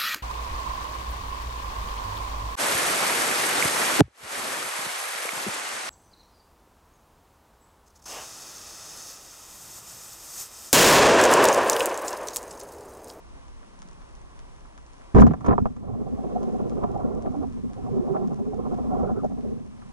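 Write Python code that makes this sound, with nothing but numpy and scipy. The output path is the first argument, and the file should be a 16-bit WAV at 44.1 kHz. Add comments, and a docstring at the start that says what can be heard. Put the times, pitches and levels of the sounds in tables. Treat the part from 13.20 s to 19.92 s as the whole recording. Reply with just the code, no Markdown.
"""A hissing, rumbling sea is heard first, with a soft hum, a faint low warble, shrimp snapping on the reef and
now and then a dull knock on the housing. A speargun is then fired under water: shot, recoil and line clatter
shake a sealed camera housing fixed near it. A speared fish drags line off a reel that rumbles and throbs once a
turn, while the taut line strums. Blows, reel, snaps and knocks are pushes that ring the modes of the housing;
sea and tones are noise and narrow bands."""
import sys
import numpy as np
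from scipy import signal
from scipy.fft import rfft, irfft, next_fast_len
from scipy.io import wavfile
from scipy.ndimage import uniform_filter1d

SR = 44100
rng = np.random.default_rng(int(sys.argv[2]) if len(sys.argv) > 2 else 0)


def magnitude_from_level(level_db):
    """Linear magnitude for a level in decibels (20 dB per decade)."""
    exponent = np.asarray(level_db, float) / 20
    return 10 ** exponent


def digitize_waveform(pressure):
    """Quantize a signal to 16-bit integers and store it at the path in sys.argv[1].

    Rows of a 2-D input are taken as channels; values are limited to [-1, 1].
    """
    field = np.atleast_2d(pressure).T
    bounded = np.clip(field, -1, 1)
    quanta = np.round(bounded * 32767).astype(np.int16)
    wavfile.write(sys.argv[1], SR, quanta)


N = 296504   # samples


def in_time(rows):
    """Linear interpolation: the columns of a curve at every sample."""
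    table = np.transpose(rows)
    return [np.interp(np.arange(N) / SR, table[0], column) for column in table[1:]]


def between(hz, anchors_hz, levels_db):
    """Interpolation on a log-frequency axis between the level columns of the anchor pitches."""
    place = np.interp(np.log(hz), np.log(anchors_hz), np.arange(len(anchors_hz)))
    low = min(int(place), len(anchors_hz) - 2)
    return levels_db[low] + (place - low) * (levels_db[low + 1] - levels_db[low])


def drift(rate_hz):
    """Low-pass noise: white noise through two equal poles, scaled to a spread of 1."""
    step = 40   # samples between computed points
    r = np.exp(-2 * np.pi * step * rate_hz / SR)
    white = rng.standard_normal(N // step + 2002)
    slow = signal.lfilter([1], [1, -2 * r, r * r], white)[2000:]   # settled part
    return np.interp(np.arange(N) / step, np.arange(len(slow)), slow / slow.std())


def grains(per_s, spread_db):
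    """Shot noise: random clicks of uneven size and either sign, rms 1."""
    sizes = magnitude_from_level(spread_db * np.minimum(rng.exponential(1, N), 4)) * rng.choice([-1, 1], N)
    scattered = sizes * (rng.random(N) < per_s / SR)
    return scattered / scattered.std()


def clicks(at_s, heights):
    """Impulse excitation: one-sample pushes at the given times."""
    marks = np.full(N, 1e-18)
    np.add.at(marks, (np.asarray(at_s) * SR).astype(int), heights)
    return marks


def wavering(rows, width_hz, left_db, right_db, lead):
    """Random modulation of a gliding carrier gives a narrow, unsteady band; the left leads by a phase angle."""
    hz, level_db = in_time(rows)
    envelope = drift(width_hz) + 1j * drift(width_hz)
    tone = envelope * np.exp(2j * np.pi * np.cumsum(hz) / SR)
    left = magnitude_from_level(left_db) * (tone * np.exp(1j * lead)).real
    right = magnitude_from_level(right_db) * tone.real
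    return magnitude_from_level(level_db) * np.array([left, right])


# sea background spectrum: f/Hz, level/dB per Hz, left-right likeness (0-1), left lead/rad
SEA_SPECTRUM = [(22.1, -61, 1, -2.9), (45, -73.5, 0.7, 0.6), (90, -85, 0.73, -1), (200, -84.5, 0.2, 1),
                (415, -84.5, 0.78, -2.5), (860, -86, 0.97, -2), (1046, -86, 0.76, -1.07),
                (1400, -93, 0.76, -2), (2280, -97.5, 0.95, -2), (4500, -105, 0.17, -2.5),
                (6040, -102, 0.53, -4.5), (6600, -107, 0.2, -5.5), (9400, -109, 0.6, -5.5),
                (10400, -110, 1, -18.5)]


def sea():
    """Partial coherence: coloured noise partly shared by the two microphones, with a gentle swell."""
    size = next_fast_len(N)
    hz = np.maximum(np.fft.rfftfreq(size, 1 / SR), 1)
    table = np.transpose(SEA_SPECTRUM)
    level_db, alike, lead = [np.interp(np.log(hz), np.log(table[0]), column) for column in table[1:]]
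    alike = np.clip(alike, 0, 1)
    shared, own = rfft(rng.standard_normal((2, size)))
    left = alike * np.exp(1j * lead) * shared + np.sqrt(1 - alike ** 2) * own
    colour = magnitude_from_level(level_db) * np.sqrt(SR / 2) * (hz > 14)
    noise = irfft(colour * np.array([left, shared]), size)[:, :N]
    return noise * magnitude_from_level(1.0 * drift(1.2))


# swelling and fading of the low hum: t/s, level/dB
HUM_LEVEL = [(0, -55.5), (.33, -55.5), (.42, -72), (.7, -66.5), (.95, -53.5), (1.15, -59), (1.66, -56.5),
             (1.75, -63), (2.6, -61), (3.1, -84)]


def hum():
    """Frequency and amplitude modulation: a soft, slightly unsteady low tone, lost once the reel runs."""
    level_db, = in_time(HUM_LEVEL)
    hz = 58.5 + 0.71 * drift(1.5)
    return np.sqrt(2) * magnitude_from_level(level_db + 0.82 * drift(8.8)) * np.sin(2 * np.pi * np.cumsum(hz) / SR)


# faint low warble before the shot: t/s, f/Hz, level/dB before the channel gains
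WARBLE_GLIDE = [(0, 300, -88), (.1, 328, -57), (.3, 200, -75), (.5, 226.3, -57), (.7, 159.3, -54),
                (.85, 151.3, -67), (1.35, 125, -58), (1.9, 125, -84)]


def warble():
    """Narrow-band noise on a gliding centre frequency."""
    return wavering(WARBLE_GLIDE, width_hz=36, left_db=-2.0, right_db=-3.5, lead=-0.35)


# housing modes as the two microphones hear them: f/Hz, width/Hz, left level/dB, right level/dB, left lead/rad
HOUSING_MODES = [(35.7, 26.5, 0, 0, -2.3), (69.2, 53, -10, 0, 0.5), (120, 64, -8.5, -3, -2.5),
                 (183, 70, -8, -3.5, -2.5), (231.7, 40.5, 1.5, 0.5, -3), (300, 64, -12.5, -21, 2.5),
                 (396.2, 65, -6.5, 0.4, 2.5), (480.6, 105, -6.5, -1, -2), (620.3, 101, -3, -5, -2),
                 (736.3, 70.3, -8.5, -2.9, -0.84), (796, 42, -7.5, -10, -3), (1023, 174, -1.5, 4.5, -2),
                 (1176, 79, -7.5, -9, 0.5), (1353, 68, -8, -7, -1.5), (1690, 430, -1, -5.5, -1),
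                 (1990, 510, -12, -4.5, 1.5), (3080, 1100, -4.5, -13.5, -2.5), (5650, 680, -1.5, -37, -0.3),
                 (6230, 1320, 3.5, 3.5, 1.7), (8400, 2100, -11, -7.5, -6)]


def housing():
    """Modal superposition: every push rings every mode, heard by each microphone at its own level and phase."""
    out = np.zeros((2, N))
    # shared by all modes, so that they move together
    judder, rub = grains(per_s=1500, spread_db=2.5), grains(per_s=900, spread_db=3.5)
    far_snaps = grains(per_s=52, spread_db=3.5) * magnitude_from_level(3.2 * drift(8.0))
    pull_db = reel_levels()
    low_shapes, high_shapes = judder_shapes(held_share=1.01), judder_shapes(held_share=0.82)
    swells = [throb(jerk_share=0.46), throb(jerk_share=1.41)]
    for hz, width_hz, left_db, right_db, lead in HOUSING_MODES:
        r, turn = np.exp(-np.pi * width_hz / SR), np.exp(2j * np.pi * hz / SR)
        steady = np.sqrt(2 * (1 - r * r))   # noise of rms 1 then rings at rms 1
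        shapes = high_shapes if hz > HELD_BELOW_HZ else low_shapes
        push = snaps_and_knocks(hz, far_snaps) + blows(hz, steady, judder, shapes)
        push = push + reel(hz, steady, rub, pull_db, swells)
        soft = r ** 3.82   # the mount passes only a broad band around each mode
        for stage in range(2):
            push = signal.lfilter([1 - soft], [1, -soft * turn], push)
        ringing = -1j * signal.lfilter([1], [1, -r * turn], push)
        left = magnitude_from_level(left_db) * (ringing * np.exp(1j * lead)).real
        out += [left, magnitude_from_level(right_db) * ringing.real]
    return out


# near snaps and a few dull knocks on the housing, as relative drives of the modes: t/s, peak level/dB, body
# level/dB
SNAPS_AND_KNOCKS = [(0.282, -49, -58), (0.43, -65, -53), (0.591, -45, -66), (0.6197, -37.5, -51.5),
                    (0.629, -50, -67), (0.819, -52, -56), (0.9525, -44.5, -68), (1.192, -41.5, -52.5),
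                    (1.4494, -68, -53), (1.5779, -45.5, -50.5), (1.6642, -48, -69), (1.734, -47, -60),
                    (1.8111, -65, -52), (3.2311, -41.5, -52.5), (3.497, -42, -54), (3.638, -53, -42),
                    (4.0236, -44, -58), (4.0609, -76, -43), (4.3247, -49, -60), (4.5336, -46, -54),
                    (4.9656, -70, -41), (5.075, -43.5, -59), (5.544, -50, -53), (6.0465, -44.5, -76),
                    (6.209, -53, -57), (6.6191, -85, -50)]


def snaps_and_knocks(hz, far):
    """Impulse and reflection: near snaps and a few dull knocks on the housing, each with one echo off the rock,
    over a scatter of faint far snaps."""
    echo_s, echo_db = 0.0073, -7
    s, peak_db, body_db = np.transpose(SNAPS_AND_KNOCKS)
    parts_db = [body_db - 9.0, body_db + 14.0, (body_db + peak_db) / 2 + 14.5, peak_db + 3.5]
    heights = magnitude_from_level(between(hz, (300, 1500, 3000, 6000), parts_db))
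    near = clicks(s, heights) - clicks(s + echo_s, heights * magnitude_from_level(echo_db))   # the echo is inverted
    return near + magnitude_from_level(between(hz, (300, 1500, 6000), [-110.0, -86.0, -83.0])) * far


# anchor pitches of a blow, deep, thump, ring, knock, crack: f/Hz
BLOW_ANCHORS = (70, 240, 1000, 1900, 5500)
# shot, recoil and clatter of the line, as relative drives of the modes:
# t/s, thump level/dB, ring level/dB, crack level/dB, nominal judder hold/s
BLOW_EVENTS = [(1.947, -5, -19.5, -48, 0.014), (1.962, -7, -15.5, -49.5, .02),
               (1.983, -2, -13.5, -41.5, 0.021), (2.006, -2.5, -36, -36, .012),
               (2.019, -28, -7, -50, 0.0027), (2.034, -1.5, -31, -57, 0.022),
               (2.066, -10, -18.5, -43, 0.0035), (2.108, -13, -28, -57, 0.0076),
               (2.136, -22, -25.5, -52.5, 0.001), (2.208, -42, -36, -57, 0.0028),
               (2.244, -30, -27, -54.5, 0.0099), (2.261, -30, -23.5, -47.5, 0.0095),
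               (2.281, -7, -18, -65, 0.017), (2.309, -15.5, -12, -67, 0.0083),
               (2.325, -18.5, -19.5, -86.5, .015), (2.352, -19, -40, -77, .004),
               (2.38, -19.5, -12.5, -75, 0.0023), (2.399, -21, -51, -62, 0.0034),
               (2.414, -16.5, -61, -58, 0.011), (2.455, -15.5, -21, -63, 0.0043),
               (2.499, -29, -60, -65, .004), (2.563, -51, -42.5, -62, 0.0028)]
HELD_BELOW_HZ = 1500   # above this a blow is softer and held for less time


def blows(hz, steady, grain, shapes):
    """Impact excitation: a hard contact followed by judder."""
    deep_db, knock_share = -1.5, 0.3   # deep relative to the thump; knock lies between ring and crack
    s, thump_db, ring_db, crack_db, held = np.transpose(BLOW_EVENTS)
    knock_db = ring_db + knock_share * (crack_db - ring_db)
    parts_db = [thump_db + deep_db, thump_db, ring_db, knock_db, crack_db]
    bass_loss_db = 19.0 * max(np.log2(70 / hz), 0)
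    uneven_db = 1.66 * rng.standard_normal(len(s))
    heights = magnitude_from_level(between(hz, BLOW_ANCHORS, parts_db) - bass_loss_db + uneven_db)
    contact_db = 4.5 - 3.5 * (hz > HELD_BELOW_HZ)
    contact = magnitude_from_level(contact_db) * clicks(s, heights * rng.choice([-1, 1], len(s)))
    return contact + magnitude_from_level(-6.0) * steady * (heights @ shapes) * grain


def judder_shapes(held_share):
    """Exponential decay: each blow's judder starts at once, holds, then dies away."""
    fade_s = 0.0059
    t = np.arange(N) / SR
    shapes = []
    for row in BLOW_EVENTS:
        after_hold = np.clip(t - row[0] - held_share * row[-1], 0, 1)
        shapes.append((t >= row[0]) * np.exp(-after_hold / fade_s))
    return np.array(shapes)


# shudder of rubber slings and shaft at release and recoil: t/s, hold/s, f/Hz, level/dB before the channel gains
SLING_KICKS = [(1.948, 0.085, 150, -12), (2.068, 0.051, 140, -17), (2.28, 0.056, 148.8, -25),
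               (2.42, 0.033, 111.8, -37)]


def slings():
    """Transient oscillation: the slings and shaft shudder up quickly, hold, then fall to rest."""
    rises_s, fall_s, rest_db = (0.0057, 0.028, 0.017, 0.016), 0.028, -41
    glide = [(SLING_KICKS[0][0] - 0.006, 150, -80)]
    for (s, held, hz, db), rise in zip(SLING_KICKS, rises_s):
        glide += [(s - rise, hz, rest_db), (s, hz, db)]
        glide += [(s + held, hz, db - 2.5), (s + held + fall_s, hz, rest_db)]
    glide = sorted(glide) + [(2.62, 110.7, -61)]
    return wavering(glide, width_hz=110, left_db=-1.5, right_db=4.0, lead=0.11)


# anchor pitches of the reel, rumble, drum, low rattle, valley, bright rattle, high rattle: f/Hz
REEL_ANCHORS = (50, 236, 450, 600, 740, 1100)


def reel(hz, steady, grain, pull_db, swells):
    """Friction excitation: dense rubbing under the line's pull; higher modes throb most with the turns."""
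    treble_loss_db = 60.0 * max(np.log2(hz / 1300), 0)   # soft contacts carry no treble
    level_db = between(hz, REEL_ANCHORS, pull_db) - treble_loss_db
    share = np.clip(np.interp(np.log(hz), np.log([60, 236, 450]), [0.1, 0.5, 0.95]), 0, 1)
    swell = magnitude_from_level(-4.5) * swells[0] if hz < 560 else magnitude_from_level(-4.0) * swells[1]
    rubbing = 0.34 * grain + 0.89 * rng.standard_normal(N)
    return steady * magnitude_from_level(level_db + 2.6 * drift(20.3)) * (1 - share + share * swell) * rubbing


# line running off the reel, as drives of the modes: t/s, rattle level/dB, brightness/dB over the rattle
LINE_PULL = [(1.94, -88, -1), (1.96, -52, -3), (2.17, -46, 5.5), (2.3, -31, -6), (2.55, -49, -3),
             (2.68, -26, -4.5), (2.85, -30.5, -6), (3.1, -26.5, -5), (3.5, -25.5, -11), (3.65, -26.5, 1),
             (3.85, -28.5, -1), (4.05, -30.5, -4.5), (4.25, -31.5, -1), (4.3, -41, -20), (4.55, -40.5, -1),
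             (4.75, -28.5, -7.5), (4.97, -26, -2), (5.1, -33.5, -2.5), (5.25, -33, -7.5), (5.5, -25, -3),
             (5.65, -30, -2.5), (5.8, -24.5, -1.5), (6.05, -28, -11.5), (6.15, -38.5, -2),
             (6.29, -27.5, -18), (6.42, -48, -6.5), (6.6, -66, 2)]
# water rumbling round the housing as the diver moves, as a drive of the modes: t/s, level/dB
WATER_RUMBLE = [(1.94, -90), (1.96, -43.5), (2.5, -44), (2.8, -42), (3.2, -51), (3.7, -40.5), (4.2, -42),
                (4.9, -50), (5.25, -52), (5.5, -41.5), (5.8, -38.5), (6.2, -46), (6.5, -56)]


def reel_levels():
    """Spectral envelope: drives at the reel's anchor pitches, from water rumble and the pull on the line."""
    rattle_db, bright_db = in_time(LINE_PULL)
    drum_db = -27.5 + 0.5 * (rattle_db + 30)   # the drum follows half of the rattle's change
    drum_db = np.minimum(drum_db, rattle_db + 22.5)
    valley_db = rattle_db + bright_db / 2 - 4.0   # under the rattles on either side
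    bright_rattle_db = rattle_db + bright_db
    high_rattle_db = bright_rattle_db - 15
    return [in_time(WATER_RUMBLE)[0], drum_db, rattle_db, valley_db, bright_rattle_db, high_rattle_db]


# line paid out: t/s, turns of the drum (each whole turn tops a throb), depth of the throb (0-1)
DRUM_TURNS = [(1.94, -11.5, 0.05), (2.575, -4., .6), (3.165, 6., 0.51), (3.755, 16., 0.55),
              (3.92, 19.5, 0.19), (4.062, 21., 0.5), (4.148, 22., 0.67), (4.232, 23., .75),
              (4.41, 25.5, 0.7), (4.61, 28.5, 0.55), (4.815, 30.5, .25), (4.95, 33., .4), (5.2, 36., 0.85),
              (5.59, 42., 0.83), (5.715, 44., 0.5), (5.81, 44.5, 0.08), (5.9, 46., .7), (6.045, 48., .9),
              (6.36, 52.5, 0.58), (6.72, 58, 0.28)]
# turns on which the fish jerks the line: t/s, level/dB before the jerk share
LINE_JERKS = [(2.755, -3), (3.405, 5), (3.645, 4.5), (3.7, -3.5), (4.065, 5.5), (4.23, 3.5), (4.95, 6),
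              (5.59, 0.5), (5.9, 4), (6.045, 9.5)]


def throb(jerk_share):
    """Periodic amplitude modulation: the rubbing swells once a turn, no two turns alike."""
    sharpness, spread_db, top_db = 1.63, 2.0, 3
    turns, depth = in_time(DRUM_TURNS)
    turns, depth = turns + 20, np.clip(depth, 0, 1)   # whole shift: every turn gets a positive index
    strength_db = spread_db * rng.standard_normal(100)
    for s, jerk_db in LINE_JERKS:
        strength_db[int(turns[int(s * SR)] + 0.5)] = jerk_share * jerk_db
    once_a_turn = np.abs(np.cos(np.pi * turns)) ** (2 * sharpness)
    turn_db = strength_db[(turns + 0.5).astype(int)]
    return magnitude_from_level(turn_db * once_a_turn ** 0.5) * (1 - depth + depth * magnitude_from_level(top_db) * once_a_turn)


# strums of the taut line: t/s, length/s, first f/Hz, top f/Hz, top level/dB before the channel gains
LINE_SWEEPS = [(2.616, 0.16, 109.8, 113.6, -32.5), (2.9, 0.43, 148.4, 170, -48),
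               (3.612, .22, 120, 116.8, -35.5), (3.85, 0.51, 185, 287.5, -32.5),
               (4.6, 0.62, 108, 182.6, -32.5), (5.271, 0.29, 182.4, 255, -34.5),
               (5.649, 0.297, 168, 187.5, -34.5), (5.98, 0.18, 161.8, 211.5, -36.5),
               (6.45, 0.33, 120, 109, -46)]


def line():
    """String tension sets pitch: the line strums through the water, mostly rising as it tightens."""
    top_share, rise_db, drop_db, slack_pitch = 0.72, 14.5, 19, 0.75   # top at this share of the length
    glide = [(2.1, 110, -75)]
    for s, span, first_hz, top_hz, db in LINE_SWEEPS:
        glide += [(s, first_hz, db - rise_db), (s + top_share * span, top_hz, db)]
        glide += [(s + span, slack_pitch * top_hz, db - drop_db)]
    return wavering(sorted(glide), width_hz=18.0, left_db=-1.0, right_db=5.5, lead=-2.18)


# low tone while the reel runs hard: t/s, f/Hz, level/dB before the channel gains
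DRONE_GLIDE = [(4.68, 401.5, -83), (4.74, 393.4, -31.5), (4.85, 364.4, -38), (4.95, 395, -31.5),
               (5.05, 373.8, -40), (5.12, 378.7, -64), (5.27, 410.2, -36), (5.36, 426, -38),
               (5.45, 434, -75)]


def drone():
    """Narrow-band noise: a slowly wavering tone that swells and fades."""
    return wavering(DRONE_GLIDE, width_hz=14.7, left_db=-6.0, right_db=5.5, lead=1.8)


# brief whistle while the reel runs hardest: t/s, f/Hz, level/dB before the channel gains
WHISTLE_GLIDE = [(5.81, 1146, -85), (5.84, 1280, -48.5), (5.9, 1400, -55), (5.93, 1379, -67),
                 (5.955, 1240, -54), (5.98, 1356, -50), (6.0, 1298, -47.5), (6.02, 1090, -54),
                 (6.04, 946, -76)]


def whistle():
    """Frequency glide: a rough, narrow band bends up and down."""
    return wavering(WHISTLE_GLIDE, width_hz=87, left_db=1.5, right_db=-1.0, lead=-0.66)


def scene():
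    """Linear superposition of all sources at the two microphones."""
    return sea() + hum() + warble() + housing() + slings() + line() + drone() + whistle()


def top_cut(x):
    """Nothing passes above the cut-off."""
    return signal.sosfilt(signal.butter(12, 11900, fs=SR, output="sos"), x)


def record(dry):
    """Dynamic compression: gain ducks after loud blows and recovers; peaks are rounded and the top is cut."""
    level_db = 10 * np.log10(uniform_filter1d(np.mean(dry ** 2, axis=0), size=400) + 1e-12)
    fall_db = 15.1 * np.arange(N) / SR   # release, dB per second of held level
    held_db = np.maximum.accumulate(level_db + fall_db) - fall_db
    duck_db = uniform_filter1d(-0.15 * np.maximum(held_db + 23.0, 0), size=300)
    rounded = 1.05 * np.tanh(dry * magnitude_from_level(duck_db) / 1.05)
    cut = signal.sosfilt(signal.cheby2(14, 60, 11900, fs=SR, output="sos"), rounded)
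    return top_cut(cut)


dry = scene()
out = record(dry)
digitize_waveform(out)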